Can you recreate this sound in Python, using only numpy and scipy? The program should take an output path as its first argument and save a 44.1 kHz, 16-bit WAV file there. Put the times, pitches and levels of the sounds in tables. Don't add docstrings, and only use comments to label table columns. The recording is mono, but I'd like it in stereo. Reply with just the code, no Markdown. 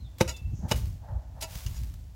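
import sys
import numpy as np
from scipy import signal
from scipy.fft import rfft, irfft
from scipy.io import wavfile
from scipy.ndimage import uniform_filter1d

SR = 44100
rng = np.random.default_rng(int(sys.argv[2]) if len(sys.argv) > 2 else 0)


def transcribe(signal):
    frames = np.atleast_2d(signal).T
    limited = np.clip(frames, -1, 1)
    pcm = np.round(limited * 32767).astype(np.int16)
    wavfile.write(sys.argv[1], SR, pcm)


N = 94815
T = np.arange(N) / SR

# (f/Hz, level/dB)
AIR_TONE = [(150, -19.5), (250, 0.5), (407, -14), (674, -8.5), (1280, -20.5), (7310, -24), (9010, -30.5),
            (16000, -29)]
# (t/s, level/dB)
AIR_LEVEL = [(0, -60.5), (.6, -59), (1.3, -62)]
# (peak t/s, level/dB, rise/s, fall/s, added flutter/dB, side/dB)
GUSTS = [(0.041, -33, 0.037, 0.049, -9.5, 13), (0.271, -31, 0.019, 0.057, -8.5, 7),
         (0.469, -26.5, 0.038, 0.07, -24, 10.5), (0.534, -30.5, 0.011, 0.013, 5, 39),
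         (0.593, -22, 0.008, 0.013, -18, 1.5), (0.642, -30, 0.014, 0.027, 5, 16.5),
         (0.764, -25.5, 0.025, 0.099, -8, -0.5), (0.865, -28, 0.039, 0.072, -21, -12),
         (1.127, -30.5, 0.036, 0.029, -19, 12), (1.179, -24.5, 0.038, .014, -46, 13.5),
         (1.32, -40, 0.084, 0.5, -12.5, 3.5), (1.565, -26, 0.0077, 0.0037, -19.5, 26),
         (1.661, -24, 0.009, 0.042, -11, 23), (1.804, -29, 0.041, 0.15, -12, 3.5)]
# (f/Hz, level/dB)
WIND_TONE = [(20, -22.5), (46, 1), (60, 6), (80, 2), (170, -20.5), (250, -34.5), (1000, -73.5)]
# (f/Hz, level/dB)
FLUTTER_TONE = [(40, -34), (90, 11), (160, -2), (330, -17.5), (1500, -67.5)]
# (start t/s, length/s, first f/Hz, last f/Hz, level/dB, level change/dB, wander/share)
WHISTLES = [(0, 0.047, 4260, 3920, -65.5, -5.5, 0.024), (0.039, 0.044, 3740, 3370, -63.5, 7.5, 0.024),
            (0.143, 0.057, 3590, 3340, -73, 10, 0.012)]
# (peak t/s, level/dB, rise/s, fall/s, side/dB)
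RUSTLES = [(.1855, -44.5, 0.0012, 0.015, 4.5), (.33, -54.5, 0.041, 0.068, 2), (.689, -44, 0.0042, 0.097, 3),
           (.77, -40.5, 0.01, 0.039, 0), (.865, -52, 0.019, 0.056, 2), (1.56, -43, 0.05, 0.12, 1.5),
           (1.63, -50.5, 0.13, 0.051, 3), (1.775, -50, 0.084, 0.15, 3), (1.942, -47.5, 0.0021, 0.0022, 7)]
# (f/Hz, level/dB)
RUSTLE_TONE = [(150, -40.5), (500, 0.5), (1500, 0), (6000, 2), (9000, -2), (16000, 0)]
# (t/s, level/dB, side/dB)
SNAPS = [(1.633, -48, 1), (1.711, -45, 15), (1.835, -44.5, 2)]
# (t/s, crunch/dB, clods/dB, time to stop/s, thud/dB, handle ring/dB,
# edge ping/dB, pivot f/Hz, crunch dip away from it/dB per octave, side/dB)
CHOPS = [(0.2098, -20, -28.5, 0.0015, -9, -20.5, -54, 2200, 0.5, 2),
         (0.7138, -23.5, -31, 0.0059, -16, -31, -26, 4040, 1.1, 2.5)]
# (f/Hz, level/dB)
CRUNCH_TONE = [(100, 0.5), (820, 2), (1560, -0.5), (1800, -9.5), (2300, -5.5), (2900, -0.5), (3300, -10.5),
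               (3900, -0.5), (4400, -9), (5000, -4), (6300, -5), (7200, -8.5), (9300, -11), (11200, -9),
               (16000, -18)]
# (t/s, level/dB, side/dB)
KNOCKS = [(0.2096, -6.5, 2.5), (.2152, -14.5, 4), (0.7145, -20, -3), (.7235, -19.5, -1)]
# (f/Hz, level/dB)
KNOCK_TONE = [(40, -27), (120, 1.5), (230, 1.5), (500, 3.5), (900, -7.5), (1700, -15), (2400, -9.5),
              (4000, -28.5), (16000, -54)]
# (f/Hz, level/dB, time to fade by 60 dB/s)
HANDLE_NOTES = [(219, 0, 0.055), (331.7, 3, 0.078), (519.4, 1.5, 0.1), (878, 2, 0.064), (1238, -17, 0.082),
                (2260, -3, 0.035), (2510, -4, 0.031), (5820, 5, 0.017)]
# (f/Hz, level/dB, time to fade by 60 dB/s)
EDGE_NOTES = [(1530, 1.5, 0.044), (2940, 2.5, 0.055), (6690, -4.5, 0.056)]
# (start t/s, length/s, f/Hz, level/dB, level change/dB)
RINGS = [(0.272, 0.055, 1390, -40.5, -5), (0.312, .11, 3540, -48, -18), (.332, 0.23, 2660, -48.5, -24)]
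# (peak t/s, level/dB, rise/s, fall/s, blade ring/dB, pivot f/Hz,
# how much the ring dips (+) or rises (-) away from it/dB per octave, coarseness/dB, side/dB)
SCRAPES = [(0.2777, -38.5, .0009, 0.017, 6, 1920, 1.5, 4.5, -3),
           (0.294, -37, 0.0065, 0.014, 4, 7500, 0.5, -2, 1),
           (0.368, -47.5, 0.0032, 0.011, -0.5, 5500, 5, 1, 1),
           (1.4151, -35, 0.0038, 0.013, -12, 4500, -1.5, -2, 3),
           (1.426, -30.5, 0.0028, 0.012, -4.5, 5000, -3, 2, 2),
           (1.433, -36.5, 0.0036, 0.013, 4, 780, 3, 3.5, 0.5),
           (1.778, -60.5, 0.03, 0.013, 9.5, 6900, 8, 5, -3.5)]
# (f/Hz, level/dB)
GRIT_TONE = [(100, -9), (400, -23), (700, 4), (1200, -5), (2700, 1), (5000, 6), (7500, 1.5), (9200, -0.5),
             (11000, 0.5), (16000, -6)]
# (f/Hz, level/dB)
BLADE_NOTES = [(650, 0), (954, 1), (1374, -6), (1985, -7), (2265, -8), (2640, -2), (2865, -2), (4040, -5),
               (4875, -2), (5085, -5), (5615, -5), (6378, -7), (6826, 1), (7535, -9)]
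# (peak t/s, level/dB, rise/s, fall/s, side/dB)
TWITTERS = [(.585, -60, 0.034, 0.11, 1)]
# (f/Hz, level/dB)
TWITTER_TONE = [(3000, -56), (5200, -8), (6000, 0), (6900, 0), (7700, -13), (9500, -46)]
# (peak t/s, level/dB, rise/s, fall/s, side/dB)
SWISHES = [(.665, -45.5, 0.031, 0.057, 2.5), (1.055, -51, 0.023, 0.2, 3), (1.087, -45, 0.0056, 0.069, 0),
           (1.385, -51, 0.019, 0.17, 1.5)]
# (f/Hz, level/dB)
SWISH_TONE = [(200, -43.5), (480, -5.5), (630, 5.5), (730, 1), (910, 4.5), (1080, -10), (1800, -13),
              (2500, -46)]
# (t/s, level/dB, fall/s, side/dB)
CLICKS = [(1.6639, -35, 0.0084, 0)]
# (f/Hz, level/dB)
CLICK_TONE = [(400, -15), (950, -9), (2270, -1.5), (2600, -5), (2850, 5.5), (3300, 5), (3700, -9),
              (5100, 3.5), (6800, 2.5), (8000, -8.5), (16000, -9)]
# (f/Hz, phase/radians)
PORT_PHASE = [(250, 0.05), (850, 0.54), (1300, -1.75), (2400, -0.49), (3500, -0.95), (12000, -1.56)]

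BREEZE_DB = -44
FLICKER_DB = 2.5
CRUMBS_PER_S, CRUMBS_DB, SNAP_S = 170, -4.5, 0.0031
ENTRY_S, ENTRY_DB, STOP_S, SETTLE_S, SETTLE_DB = 0.00478, -8, 0.0067, 0.019, -18
CLOD_S, CLOD_TAIL_DB = 0.012, 2.5
THUD_HZ, THUD_FADE_S, THUD_RISE_S = 107.8, 0.046, 0.0034
SING_RAMP_S, SING_WANDER_HZ = 0.013, 11
BLADE_WIDTH_HZ = 24
CLICK_RISE_S = 0.00052
LOW_CUT_HZ, HIGH_CUT_HZ = 32, 16000


def amp(db):
    return 10 ** (np.asarray(db) / 20)


def unit(x):
    return x / np.sqrt(np.mean(x ** 2) + 1e-20)


def pan(db):
    gains = amp(np.array([db, -db]).reshape(2, -1) / 2)
    return gains / np.sqrt(np.mean(gains ** 2, 0))


def response(tone, size=8192):
    hz, db = np.transpose(tone)
    bins_hz = abs(np.fft.fftfreq(size, 1 / SR))
    log_gain = np.log(amp(np.interp(np.log(bins_hz + 1), np.log(hz + 1), db)))
    tap = np.fft.ifft(np.exp(np.conj(signal.hilbert(log_gain)))).real[:size // 2]
    return tap / np.linalg.norm(tap)


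def colour(x, tap):
    return signal.fftconvolve(x, tap[None], axes=1)[:, :N]


def noise(alike, grain_db=0):
    both, left, right = rng.standard_normal((3, N))
    grains = amp(grain_db * np.minimum(rng.exponential(1, N // 8 + 1), 4.5)).repeat(8)[:N]
    return unit(grains * (np.sqrt(alike) * both + np.sqrt(1 - alike) * np.array([left, right])))


def swell(s, rise, fall):
    return np.exp(-(np.minimum(T - s, 0) / rise) ** 2 / 2 - np.maximum(T - s, 0) / fall)


def swells(rows):
    powers = ((amp(db) * pan(side) * swell(s, rise, fall)) ** 2 for s, db, rise, fall, side in rows)
    return np.sqrt(sum(powers))


def waver(size):
    return unit(uniform_filter1d(uniform_filter1d(rng.standard_normal(N), size), size))


def struck(notes, t):
    return sum(amp(db - 60 * t / t60) * np.sin(2 * np.pi * (hz * t + rng.random()))
               for hz, db, t60 in notes)


def tilt(tone, pivot_hz, dip_db):
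    return [(hz, db - dip_db * abs(np.log2(hz / pivot_hz))) for hz, db in tone]


def echoes(x, wet_db, t60):
    t = T[:SR // 2]
    taps = rng.standard_normal((2, len(t))) * (rng.random((2, len(t))) < 2000 / SR)
    taps *= amp(-60 * t / t60) * (t > .008)
    return x + amp(wet_db) * signal.fftconvolve(x, taps / np.linalg.norm(taps[0]), axes=1)[:, :N]


def air():
    level = amp(np.interp(T, *np.transpose(AIR_LEVEL))) * pan(5.5)
    return level * colour(noise(0.12, grain_db=2.0), response(AIR_TONE))


def wind():
    rumble = colour(noise(0.09), response(WIND_TONE))
    rumble /= np.sqrt(uniform_filter1d(rumble ** 2, size=1300, axis=1) + 1e-9)
    gusts = swells([(s, db, rise, fall, side) for s, db, rise, fall, _, side in GUSTS])
    flutter = swells([(s, db + extra, rise, fall, side) for s, db, rise, fall, extra, side in GUSTS])
    level = np.hypot(gusts, amp(BREEZE_DB) * pan(5.5))
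    return rumble * level + colour(flutter * noise(0.52), response(FLUTTER_TONE))


def bird_whistles():
    out = np.zeros((2, N))
    for s, length, first_hz, last_hz, db, change_db, wander in WHISTLES:
        progress = np.clip((T - s) / length, 0, 1)
        hz = (first_hz + (last_hz - first_hz) * progress) * (1 + wander * waver(70))
        gate = np.minimum(np.minimum(progress, 1 - progress) * length / 0.0054, 1)
        level = amp(db + change_db * progress + FLICKER_DB * waver(450))
        out += gate * level * np.sin(2 * np.pi * np.cumsum(hz) / SR)
    return echoes(out, wet_db=2, t60=.3)


def loose_soil():
    snaps = swells([(s, db, SNAP_S / 10, SNAP_S, side) for s, db, side in SNAPS])
    crumbs = unit(rng.uniform(-1.02, 1, (2, N)) * (rng.random(N) < CRUMBS_PER_S / SR))
    grains = noise(0.44, grain_db=0.5) + amp(CRUMBS_DB) * crumbs
    return colour(swells(RUSTLES) * unit(grains) + snaps * noise(0.86), response(RUSTLE_TONE))


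def chops():
    out = np.zeros((2, N))
    blow = response(KNOCK_TONE)
    for s, crunch_db, clod_db, stop, thud_db, ring_db, ping_db, pivot_hz, dip_db, side in CHOPS:
        t = np.maximum(T - s, 0)
        since_stop = np.maximum(t - stop, 0)
        entering = amp(ENTRY_DB) * np.exp(-abs(T - s) / ENTRY_S)
        settling = np.exp(-since_stop / STOP_S) + amp(SETTLE_DB) * np.exp(-since_stop / SETTLE_S)
        cut = np.where(T < s, entering, settling)
        tone = response(tilt(CRUNCH_TONE, pivot_hz, dip_db))
        crunch = amp(crunch_db) * colour(cut * noise(0.76, grain_db=4.0), tone)
        crumble = (T > s) * np.maximum(cut, amp(CLOD_TAIL_DB) * np.exp(-since_stop / CLOD_S))
        clods = amp(clod_db) * colour(crumble * noise(1.0), blow)
        thud_level = amp(thud_db - 60 * t / THUD_FADE_S) * (1 - np.exp(-t / THUD_RISE_S))
        thud = thud_level * np.sin(2 * np.pi * THUD_HZ * t)
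        ring = amp(ring_db) * struck(HANDLE_NOTES, t) + amp(ping_db) * struck(EDGE_NOTES, t)
        out += pan(side) * (crunch + clods + thud + ring * (1 - np.exp(-t / 0.0016)))
    knocks = sum(amp(db) * pan(side) * (np.arange(N) == round(s * SR)) for s, db, side in KNOCKS)
    return out - colour(knocks, blow / abs(blow).max())


def singing_blade():
    out = np.zeros(N)
    for s, length, hz, db, change_db in RINGS:
        progress = np.clip((T - s) / length, 0, 1)
        gate = np.minimum(np.minimum(progress, 1 - progress) * length / SING_RAMP_S, 1)
        cycles = np.cumsum(hz + SING_WANDER_HZ * waver(300)) / SR
        level = amp(db + change_db * progress + FLICKER_DB * waver(600))
        out += gate * level * np.sin(2 * np.pi * cycles)
    return out


def scrapes():
    t = T[:SR // 4]
    out = np.zeros((2, N))
    for s, db, rise, fall, ring_db, pivot_hz, dip_db, coarse_db, side in SCRAPES:
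        blade = np.zeros(len(t))
        for hz, note_db in tilt(BLADE_NOTES, pivot_hz, dip_db):
            width = BLADE_WIDTH_HZ * np.sqrt(hz / 1000)
            blade += amp(note_db) * width * np.exp(-np.pi * width * t) * np.sin(2 * np.pi * hz * t)
        stroke = amp(db) * pan(side) * swell(s, rise, fall)
        out += colour(stroke * noise(0.033, grain_db=coarse_db), response(GRIT_TONE))
        out += amp(ring_db) * colour(stroke * noise(0.58), blade / np.linalg.norm(blade))
    return out


def bird_twitter():
    return colour(swells(TWITTERS) * noise(0.25), response(TWITTER_TONE))


def swishes():
    return colour(swells(SWISHES) * noise(0.27), response(SWISH_TONE))


def pebble_click():
    level = swells([(s, db, CLICK_RISE_S, fall, side) for s, db, fall, side in CLICKS])
    return colour(level * noise(0.8, grain_db=1.5), response(CLICK_TONE))


def microphone_ports(x):
    turn = np.interp(np.fft.rfftfreq(2 * N, 1 / SR), *np.transpose(PORT_PHASE))
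    left = irfft(rfft(x[0], 2 * N) * np.exp(1j * turn))[:N]
    return np.array([left, x[1]])


def scene():
    blows = echoes(chops(), wet_db=-17.5, t60=0.36)
    hoe = blows + scrapes() + pebble_click() + singing_blade() + loose_soil() + swishes()
    return microphone_ports(hoe) + wind() + bird_whistles() + bird_twitter() + air()


def record(dry):
    low_cut = signal.butter(4, LOW_CUT_HZ, "highpass", fs=SR, output="sos")
    high_cut = signal.firwin(511, HIGH_CUT_HZ, window=("kaiser", 9), fs=SR)
    return signal.oaconvolve(signal.sosfilt(low_cut, dry), high_cut[None], "same")


dry = scene()
out = record(dry)
transcribe(out)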